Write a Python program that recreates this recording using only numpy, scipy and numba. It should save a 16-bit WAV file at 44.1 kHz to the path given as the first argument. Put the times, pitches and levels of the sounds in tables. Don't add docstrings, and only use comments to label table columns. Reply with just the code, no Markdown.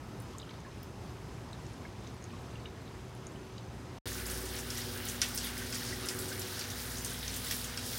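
import sys
import numpy as np
from scipy import signal
from scipy.fft import rfft, irfft
from scipy.io import wavfile
from scipy.ndimage import uniform_filter1d
from numba import njit

SR = 44100
rng = np.random.default_rng(int(sys.argv[2]) if len(sys.argv) > 2 else 0)


def digitize_waveform(pressure):
    field = np.atleast_2d(pressure).T
    bounded = np.clip(field, -1, 1)
    quanta = np.round(bounded * 32767).astype(np.int16)
    wavfile.write(sys.argv[1], SR, quanta)


def decibels_to_gain(level_db):
    exponent = np.asarray(level_db, float) / 20
    return 10 ** exponent


N = 351918
T = np.arange(N) / SR
EVENING_END_S, RAIN_START_S = 3.9855, 4.0565
TOP_HZ = 16000


def level(x, db):
    return x * decibels_to_gain(db) / np.sqrt(np.mean(x ** 2))


def follow(table):
    return np.interp(T, *np.transpose(table))


def columns(table):
    return np.array(table, float).T.copy()


def colour(x, points):
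    hz, db = np.transpose(points)
    f = np.maximum(np.fft.rfftfreq(N, 1 / SR), 1)
    return irfft(rfft(x) * decibels_to_gain(np.interp(np.log(f), np.log(hz), db)), N)


def peak(x, hz, width):
    f = np.fft.rfftfreq(N, 1 / SR)
    return irfft(rfft(x) / (1 + ((f - hz) / (width / 2)) ** 2), N)


def walk(rate):
    hold = int(SR / rate)
    steps = np.repeat(rng.standard_normal(N // hold + 1), hold)
    return 1.353 * uniform_filter1d(uniform_filter1d(steps, hold), hold)[:N]


def breathing(x, flicker_db, rate, order):
    spectrum, out, last = rfft(x), x, walk(rate)
    octave = np.log2(np.fft.rfftfreq(N, 1 / SR) + 1)
    for centre in np.arange(*order) / 2:
        new = walk(rate)
        band = irfft(spectrum * np.clip(1 - 2 * abs(octave - centre), 0, 1), N)
        out = out + (decibels_to_gain(flicker_db * (new + last)) - 1) * band
        last = new
    return out


@njit
def ring(s, hz, cycles, size, glide, rise):
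    out = np.zeros(N)
    for e in range(len(s)):
        start, span = int(s[e] * SR), int(cycles[e] * SR / hz[e]) + 2
        z, w, late = size[e] + 0j, 2 * np.pi * hz[e] / SR, 1.
        p, turn = np.exp(1j * w - np.log(1000) / span), np.exp(1j * w * glide / span)
        for k in range(start, min(start + span, N)):
            out[k] += z.imag * (1 - late)
            z *= p
            p *= turn
            late *= np.exp(-1 / (rise * span))
    return out


def patter(count, spread_db, cycles):
    u = rng.random((count, 3)).T
    hz = 900 * 18 ** u[1]
    size = decibels_to_gain(spread_db * np.minimum(-np.log(1 - u[2]), 3.5)) * hz / 1000
    return level(ring(u[0] * N / SR, hz, cycles + 0 * hz, size, 0.26, 0.025), 0)


def drops(table, cycles, glide, spread, rise, crack_db):
    s, db, hz = columns(table)
    out = ring(s, hz, cycles + 0. * s, decibels_to_gain(db + 4.0), glide, rise)
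    out += ring(s, 1.03 * hz, 3.5 + 0 * s, decibels_to_gain(db + crack_db), .1, .08)
    u = rng.random((len(s), 5, 2))
    pitch = np.clip(hz[:, None] * np.exp(spread * (u[..., 0] - .45)), 800, TOP_HZ)
    late = 0.1486 * u[..., 1] * (cycles / hz)[:, None]
    times, size = (s[:, None] + late).ravel(), np.repeat(decibels_to_gain(db - 5), 5)
    return out + ring(times, pitch.ravel(), np.full(size.size, .6 * cycles), size, glide, rise)


def splashes(table, shower_db, cycles, spray_s, spray_width):
    s, db, hz = columns(table)
    turns = cycles + 0 * s
    out = ring(s, hz, turns, decibels_to_gain(db + 5.5), 0.076, 0.097)
    out += ring(s + .0024, hz, turns, decibels_to_gain(db), 0.098, 0.054)
    out += ring(s, 1.14 * hz.clip(0, 12000), 7.7 + 0 * s, decibels_to_gain(db - 1.5), .1, 0.096)
    spray_db = shower_db - 0.01 * (db + 35.0)
    u = rng.random((len(s), 110, 3))
    late = 3 * spray_s * u[..., 0] ** 1.5
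    pitch = np.clip(hz[:, None] * np.exp(spray_width * (u[..., 1] - .62)), 900, 16500)
    size = decibels_to_gain((db + spray_db)[:, None] - 3.5 + 9.7 * u[..., 2]) * np.exp(-late / spray_s)
    times = (s[:, None] + late).ravel()
    return out + ring(times, pitch.ravel(), np.full(size.size, 17.0), size.ravel(), 0.31, 0.065)


def porch(x, echo_db):
    t = T[:SR // 4]
    t60_s = 0.1
    tail = rng.standard_normal(len(t)) * decibels_to_gain(-60 * t / t60_s) * (t > .002)
    return x + decibels_to_gain(echo_db) * signal.fftconvolve(x, tail / np.sqrt(np.sum(tail ** 2)))[:N]


def tone(hz, width, db):
    phase = 2 * np.pi * np.cumsum(hz + width * walk(7)) / SR
    return np.sqrt(2) * np.sin(phase) * decibels_to_gain(db + 1.4 * walk(7.4))


def beat(hz, top_s):
    return 20 * np.log10(1 + 0.28 * np.cos(2 * np.pi * hz * (T - top_s)))


# frequency in Hz, level in dB per Hz.
TOWN_AIR = [(18, -40), (30, -21), (55, -1), (109, -1.5), (311, -9), (374, -8.5), (437, -12), (569, -15.5),
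            (913, -16), (1280, -21.5), (1390, -22), (2900, -28), (6210, -33.5), (12000, -43),
            (16000, -51.5)]


def town():
    air = colour(rng.standard_normal(N) + 0.31 * patter(count=4000, spread_db=3.0, cycles=42.0), TOWN_AIR)
    return level(breathing(air * decibels_to_gain(.5 * walk(15)), 0.49, 11, order=(16, 29)), -45.7)


# pitch in Hz, width in Hz, level in dB.
INSECTS = [
    (6170, 98, -75),
    (5100, 480, -74),
    (1282, 6.6, -70.5),
]


def insects():
    return sum(level(peak(rng.standard_normal(N), hz, width) * decibels_to_gain(1.7 * walk(5.7)), db)
               for hz, width, db in INSECTS)


def evening_hum():
    swell = np.exp(-((T - 3.34) / 0.53) ** 2)
    compressor_db = -66 + 10.5 * swell
    mains_db = -53.5 + beat(1.74, 2.01)
    return tone(118.4, 2.17, mains_db) + tone(377, 2.41, compressor_db)


# start in seconds, peak in dB, pitch in Hz.
PLOPS = [(.266, -50, 990), (.339, -41, 1085), (.5084, -51, 985), (.648, -43, 1700), (.657, -45, 1720),
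         (.665, -40, 1055), (1.3049, -51, 1050), (2.0448, -49, 1080), (2.332, -38.5, 1070),
         (3.7708, -51, 960)]
DRIPS = [(0.3336, -52, 3200), (0.384, -36, 6800), (0.3987, -42, 3640), (0.417, -43, 3870),
         (0.429, -43, 3070), (0.4928, -44, 3080), (0.508, -46, 3900), (0.5384, -47, 3490),
         (0.7138, -52, 3910), (0.8315, -47, 5240), (1.49, -53, 4600), (1.6656, -46, 6700),
         (2.068, -46, 3720), (2.074, -44, 6170), (2.2244, -46, 6260), (2.2413, -41, 6400),
         (2.3042, -49, 2590), (2.5555, -44, 2690), (2.8784, -49, 3650), (3.2685, -37, 6510),
         (3.3578, -49, 2950)]
TICKS = [(0.2014, -43, 10200), (0.2214, -46, 13700), (0.383, -42, 8300), (0.603, -56, 8350),
         (0.831, -42, 14500), (0.8312, -48, 10500), (1.2176, -57, 9540), (1.5294, -51, 8000),
         (1.7335, -52, 8790), (2.1455, -55, 10400), (2.2408, -49, 9110), (2.4204, -55, 12800),
         (3.0964, -56, 9060), (3.1507, -50, 10200), (3.268, -53, 8010), (3.8701, -65, 8210)]
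# start in seconds, peak in dB, pitch in Hz.
PINGS = [(.400, -43, 4700), (.420, -47, 4800), (.434, -46, 2950), (.493, -45, 3900), (.509, -47, 2250),
         (.511, -46, 4800), (.479, -47, 1500), (.604, -49, 6600), (1.8495, -41, 1650), (1.8525, -39, 2150),
         (3, -50, 3200), (2.656, -45, 2320), (2.656, -36, 2900), (2.659, -37, 3700), (2.656, -49, 1700),
         (3.5795, -44, 3000), (3.5805, -40, 3880), (3.5805, -41, 4700), (3.582, -46, 6700)]
# start in seconds, peak in dB, first pitch in Hz, climb
CHIRPS = [
    (.473, -44, 1156, 1.0),
    (1.53, -36.5, 3600, 0.43),
]


def drips():
    deep = drops(PLOPS, 70, .07, .14, .1, -14)
    for *row, climb in CHIRPS:
        deep = deep + drops([row], 40, climb, .3, .14, -14)
    s, db, hz = columns(PINGS)
    deep = deep + ring(s, hz, 40 + 0 * s, decibels_to_gain(db + 6), 0.038, 0.092)
    thin = drops(DRIPS, 40, .15, .45, .08, -6) + drops(TICKS, 30, .1, .7, .05, 1)
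    return porch(decibels_to_gain(-0.5) * deep + decibels_to_gain(3.0) * thin, echo_db=-8)


def evening():
    return town() + insects() + evening_hum() + drips()


# frequency in Hz, level in dB per Hz.
RAIN = [(18, -39), (30, -15), (97, -0.5), (188, -6.5), (247, -8.5), (314, -12), (369, -8.5), (588, -13.5),
        (1400, -11), (1820, -43), (3080, -120)]


def rain_rush():
    rush = level(colour(rng.standard_normal(N), RAIN), -47)
    low = signal.butter(4, 1000, fs=SR, output="sos")
    return signal.sosfilt(low, breathing(rush, 0.3, 8, order=(14, 21)))


# pitch in Hz, width in Hz, level in dB, beat in Hz,
# top of the beat in seconds.
HUM_LINES = [(119.2, 1.17, -54, 0.93, 5.94), (96.9, 0.91, -52.5, 0.78, 7.5), (241.2, 0.14, -52, 0.32, 5.52),
             (482.2, 1.04, -61, 0.6, 6.18), (262, 1.22, -59.5, 0.6, 5.65), (187.3, 1.47, -63.5, 0.53, 7.6)]
# time in seconds, level in dB.
MAINS = [(4.06, -44.5), (4.7, -47.5), (5.0, -52), (5.45, -46.5), (5.7, -53), (5.95, -53), (6.4, -64),
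         (6.9, -47), (7.5, -51), (7.98, -49)]
# pitch in Hz, width in Hz, level at full load in dB.
COMPRESSOR = [(378.6, 1, -51.5), (362.4, 0.58, -53), (286.2, 0.88, -57.5)]
# time in seconds, level in dB.
LOAD = [(4.06, -2.5), (4.5, -0.5), (4.72, -8.5), (4.9, -1.5), (5.3, -8.5), (6.25, 1), (6.5, -3.5),
        (6.75, -13), (7.98, -16)]


def machines():
    out = tone(58.9, 0.66, follow(MAINS))
    for hz, width, db, beat_hz, top_s in HUM_LINES:
        out = out + tone(hz, width, db + beat(beat_hz, top_s))
    load_db = follow(LOAD)
    for hz, width, db in COMPRESSOR:
        out = out + tone(hz, width, db + load_db)
    rattle = level(peak(rng.standard_normal(N), 515, 150), -56)
    return out + rattle * decibels_to_gain(1.4 * load_db)


# frequency in Hz, level in dB per Hz.
SPRAY = [(470, -34), (800, -15), (1120, -11), (1520, -4), (2500, -10.5), (3590, -2), (4160, -2),
         (5200, -0.5), (7460, -8), (9440, -3), (12200, -7), (14700, -6), (15800, -6.5)]
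# time in seconds, flow in dB.
FLOW = [(4.06, -0.5), (4.25, -2), (4.45, 0), (4.6, -1.5), (4.85, -1), (5.15, -1), (5.3, 1.5), (5.55, -1),
        (5.9, 0.5), (6.2, -1), (6.55, -1), (6.9, -0.5), (7.15, -0.5), (7.4, 0.5), (7.58, 1), (7.7, -1.5),
        (7.98, 1)]
# time in seconds, level in dB.
MIST = [(4.06, -1.5), (4.2, 0), (4.3, 0.5), (4.42, 0.5), (4.6, 1), (4.67, -1), (5.0, -0.5), (5.1, 1.5),
        (5.32, -4), (5.45, -0.5), (5.65, -2), (6.2, 1), (6.68, -0.5), (7.0, 0), (7.41, -1), (7.53, 2.5),
        (7.7, -1.5), (7.98, 1)]
FLOW_HZ = [1000, 2800, 7500, 17000]
# level at flow 0 in dB, change in dB per dB of flow.
WATERS = [
    (-48.5, -0.5),
    (-45, 1),
    (-47.5, 0.5),
]


def running_water():
    grains = rng.standard_normal(N) + 0.3 * patter(count=6000, spread_db=1.5, cycles=16.5)
    grains = grains + 0.31 * patter(count=2500, spread_db=3.5, cycles=29.0)
    water = breathing(colour(grains, SPRAY) * decibels_to_gain(.45 * walk(24)), 1.14, 18, order=(20, 29))
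    flow_db, out = follow(FLOW), 0
    for lo, hi, (db, follows) in zip(FLOW_HZ, FLOW_HZ[1:], WATERS):
        band = signal.sosfilt(signal.butter(3, [lo, hi], "band", fs=SR, output="sos"), water)
        swell_db = follows * flow_db
        if lo == FLOW_HZ[2]:
            swell_db = swell_db + follow(MIST)
        out = out + level(band, db) * decibels_to_gain(swell_db)
    return out


# start in seconds, peak in dB, pitch in Hz.
SNAPS = [(4.1651, -29, 14500), (4.302, -31, 11000), (4.46, -33, 13500), (4.817, -31, 5500),
         (5.0526, -31, 14400), (5.2875, -30, 14000), (5.3772, -19, 5900), (5.3815, -25, 5600),
         (6.0872, -23, 6600), (6.5938, -28, 11500), (7.025, -33, 11000), (7.512, -24, 11500)]
SPILLS = [(4.375, -42, 6000), (4.378, -42, 10000), (4.565, -39, 6000), (4.575, -40, 13500),
          (5.725, -39, 6000), (5.765, -42, 12500), (6.395, -42, 13000), (6.60, -41, 6000),
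          (6.795, -43, 6000), (6.80, -42, 14000), (7.135, -43, 14000), (7.515, -40, 13000)]


def snaps_and_spills():
    s, db, hz = columns(SNAPS)
    return ring(s, hz, 16 + 0 * s, decibels_to_gain(db + 5), .1, .1) + splashes(SPILLS, 2.0, 14, .03, .7)


def slops(count):
    u = rng.random((count, 3))
    s = RAIN_START_S + u[:, 0] * (T[-1] - RAIN_START_S)
    return np.c_[s, -39 + 1.5 * u[:, 1], 3500 * 4 ** u[:, 2]]


# start in seconds, peak in dB, pitch in Hz.
SLAPS = [(4.0726, -31, 3750), (4.1305, -31, 6440), (4.2572, -29.5, 4860), (4.2994, -30, 5600),
         (4.5624, -37, 5380), (4.7039, -22.5, 5360), (4.774, -24.5, 5640), (4.8178, -29, 4970),
         (5.0862, -24.5, 6400), (5.2171, -11.5, 5560), (5.377, -25, 5470), (5.4428, -29, 3580),
         (5.47, -29.5, 4530), (5.5767, -33, 5000), (5.7269, -24.5, 5040), (5.753, -26, 5120),
         (6.0866, -20, 5160), (6.3264, -29, 5030), (6.418, -26.5, 5500), (6.5925, -29, 5300),
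         (6.612, -26, 4760), (6.7017, -27, 5850), (6.9715, -28, 6200), (7.0474, -25, 6230),
         (7.229, -28, 3640), (7.2797, -22.5, 5800), (7.437, -31, 4270), (7.5105, -22, 5470),
         (7.644, -26, 6560), (7.7749, -22.5, 5250)]
SPITS = [(4.0736, -28.5, 8850), (4.1655, -36, 15000), (4.2642, -28.5, 10400), (4.4553, -31.5, 8990),
         (4.5894, -28, 9720), (4.78, -26.5, 11800), (5.0524, -28, 14400), (5.0789, -29.5, 9900),
         (5.2165, -21, 9500), (5.2869, -30, 14000), (5.3482, -22.5, 15100), (5.3758, -23, 8500),
         (5.444, -23, 15300), (5.579, -28, 10100), (5.7453, -26, 8300), (6.0581, -30, 10400),
         (6.0871, -23, 10300), (6.1898, -26.5, 13200), (6.2138, -31, 11500), (6.2834, -27, 8800),
         (6.3946, -26.5, 11700), (6.5934, -28, 8700), (6.7042, -30.5, 10740), (6.983, -29.5, 9360),
         (7.0469, -23, 9300), (7.3648, -26, 13600), (7.468, -30, 7700), (7.512, -23, 12700),
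         (7.5418, -27, 10300), (7.8625, -29, 10600)]
DABS = [(4.8913, -34, 4870), (4.94, -38, 5870), (5.0694, -32, 3530), (5.0984, -30, 6550),
        (5.6715, -36, 3810), (6.0496, -34, 3560), (6.1874, -33, 5200), (6.2208, -33, 4240),
        (6.2394, -37, 5840), (6.394, -40, 4650), (6.54, -34, 3850), (6.7894, -38, 4850), (7.144, -32, 3600),
        (7.3402, -33.5, 3770), (7.3672, -28, 6390), (7.4674, -30, 3450), (7.862, -35, 3580),
        (7.9294, -30.5, 3680)]
FLECKS = [(4.3016, -32, 11400), (4.3111, -26, 9300), (4.555, -30, 10200), (4.7022, -30, 9750),
          (4.9367, -35, 8500), (4.9761, -33, 8440), (5.0874, -31, 9510), (5.0964, -27, 8860),
          (5.3574, -26, 9870), (5.4714, -27, 9500), (5.6635, -35, 8340), (5.7029, -30, 9610),
          (5.8092, -35, 11000), (5.9035, -36, 9770), (6.5724, -35, 11200), (6.8608, -31, 9660),
          (6.9197, -35, 8800), (6.9406, -35, 10200), (7.1062, -29, 8490), (7.1332, -29, 10900),
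          (7.1896, -30, 10200), (7.2489, -34, 10100), (7.341, -30, 8530), (7.4465, -30, 9670),
          (7.5894, -32, 14000), (7.6474, -28, 12100), (7.7742, -30, 7840), (7.9444, -36, 9580)]
SPLATS = [(5.2175, -28.5, 2120), (5.229, -32, 2200), (5.232, -27, 3950), (5.2195, -25, 3930),
          (6.0866, -34.5, 3620), (7.5105, -30, 2600), (7.521, -29, 5000), (7.776, -32, 3400)]
GURGLES = [(4.116, -34, 1780), (4.7526, -35, 1980), (4.7844, -35, 1870), (5.135, -39, 1450),
           (5.344, -36, 1810), (5.6194, -32, 1610), (5.751, -42, 2490), (5.8197, -34, 1730),
           (5.9259, -32, 1910), (6.0646, -33, 1360), (6.1095, -37, 1840), (6.316, -33, 1510),
           (6.5894, -36, 1640), (7.1157, -35, 1530), (7.775, -36, 1560)]


def slugs():
    out = splashes(slops(count=40), -16, 13, 0.022, 0.88)
    out += splashes(DABS, -14, 12, .02, 1.12)
    out += splashes(FLECKS, -10.5, 15, .015, 0.67)
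    out += splashes(SPLATS, -8.5, 5.1, .028, 0.86)
    out += splashes(SLAPS, -15, 17.0, 0.03, 1.31)
    out += splashes(SPITS, -5.5, 18.4, 0.033, 0.97)
    out += drops(GURGLES, 34.7, 0.12, 0.64, 0.17, -19)
    return porch(out, echo_db=-5)


def rain():
    return rain_rush() + machines() + running_water() + snaps_and_spills() + slugs()


# start in seconds, length in seconds, lowest Hz apart.
APART = [(0.197, .06, 5200), (.375, .035, 4500), (0.804, 0.032, 5500), (1.076, 0.042, 4200),
         (3.42, 0.035, 6000), (4.137, 0.021, 5200), (4.445, .03, 5700), (4.65, .033, 12400),
         (5.041, 0.033, 5200), (5.205, 0.013, 5000), (5.333, 0.022, 5200), (6.074, .025, 6000),
         (6.377, 0.065, 200), (6.907, 0.025, 5800), (7.007, 0.074, 4940), (7.328, .03, 5000),
         (7.37, 0.093, 11900), (7.452, 0.036, 5400), (7.756, 0.038, 5200)]


def difference(mid):
    other, side = np.roll(mid, 1500), np.zeros(N)
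    spells = [(s, length, above_hz, -8) for s, length, above_hz in APART]
    spells.append((.85, 2.5, 13000, -6))
    for s, length, above_hz, db in spells:
        at = slice(int(s * SR), int((s + length) * SR))
        high = signal.butter(8, above_hz, "high", fs=SR, output="sos")
        fade = signal.windows.tukey(len(side[at]), min(0.024 / length, 1))
        side[at] += decibels_to_gain(db) * signal.sosfilt(high, other[at]) * fade
    return side


def scene():
    mid = evening() * (T < EVENING_END_S) + rain() * (T > RAIN_START_S)
    side = difference(mid)
    return np.array([mid + side, mid - side])


def roll_off(x):
    return signal.sosfilt(signal.butter(12, 16520, fs=SR, output="sos"), x)


def record(dry):
    dry = signal.sosfilt(signal.butter(2, 36, "high", fs=SR, output="sos"), dry)
    dry = signal.sosfilt(signal.ellip(10, .3, 60, TOP_HZ, fs=SR, output="sos"), dry)
    return roll_off(dry)


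dry = scene()
out = record(dry)
digitize_waveform(out)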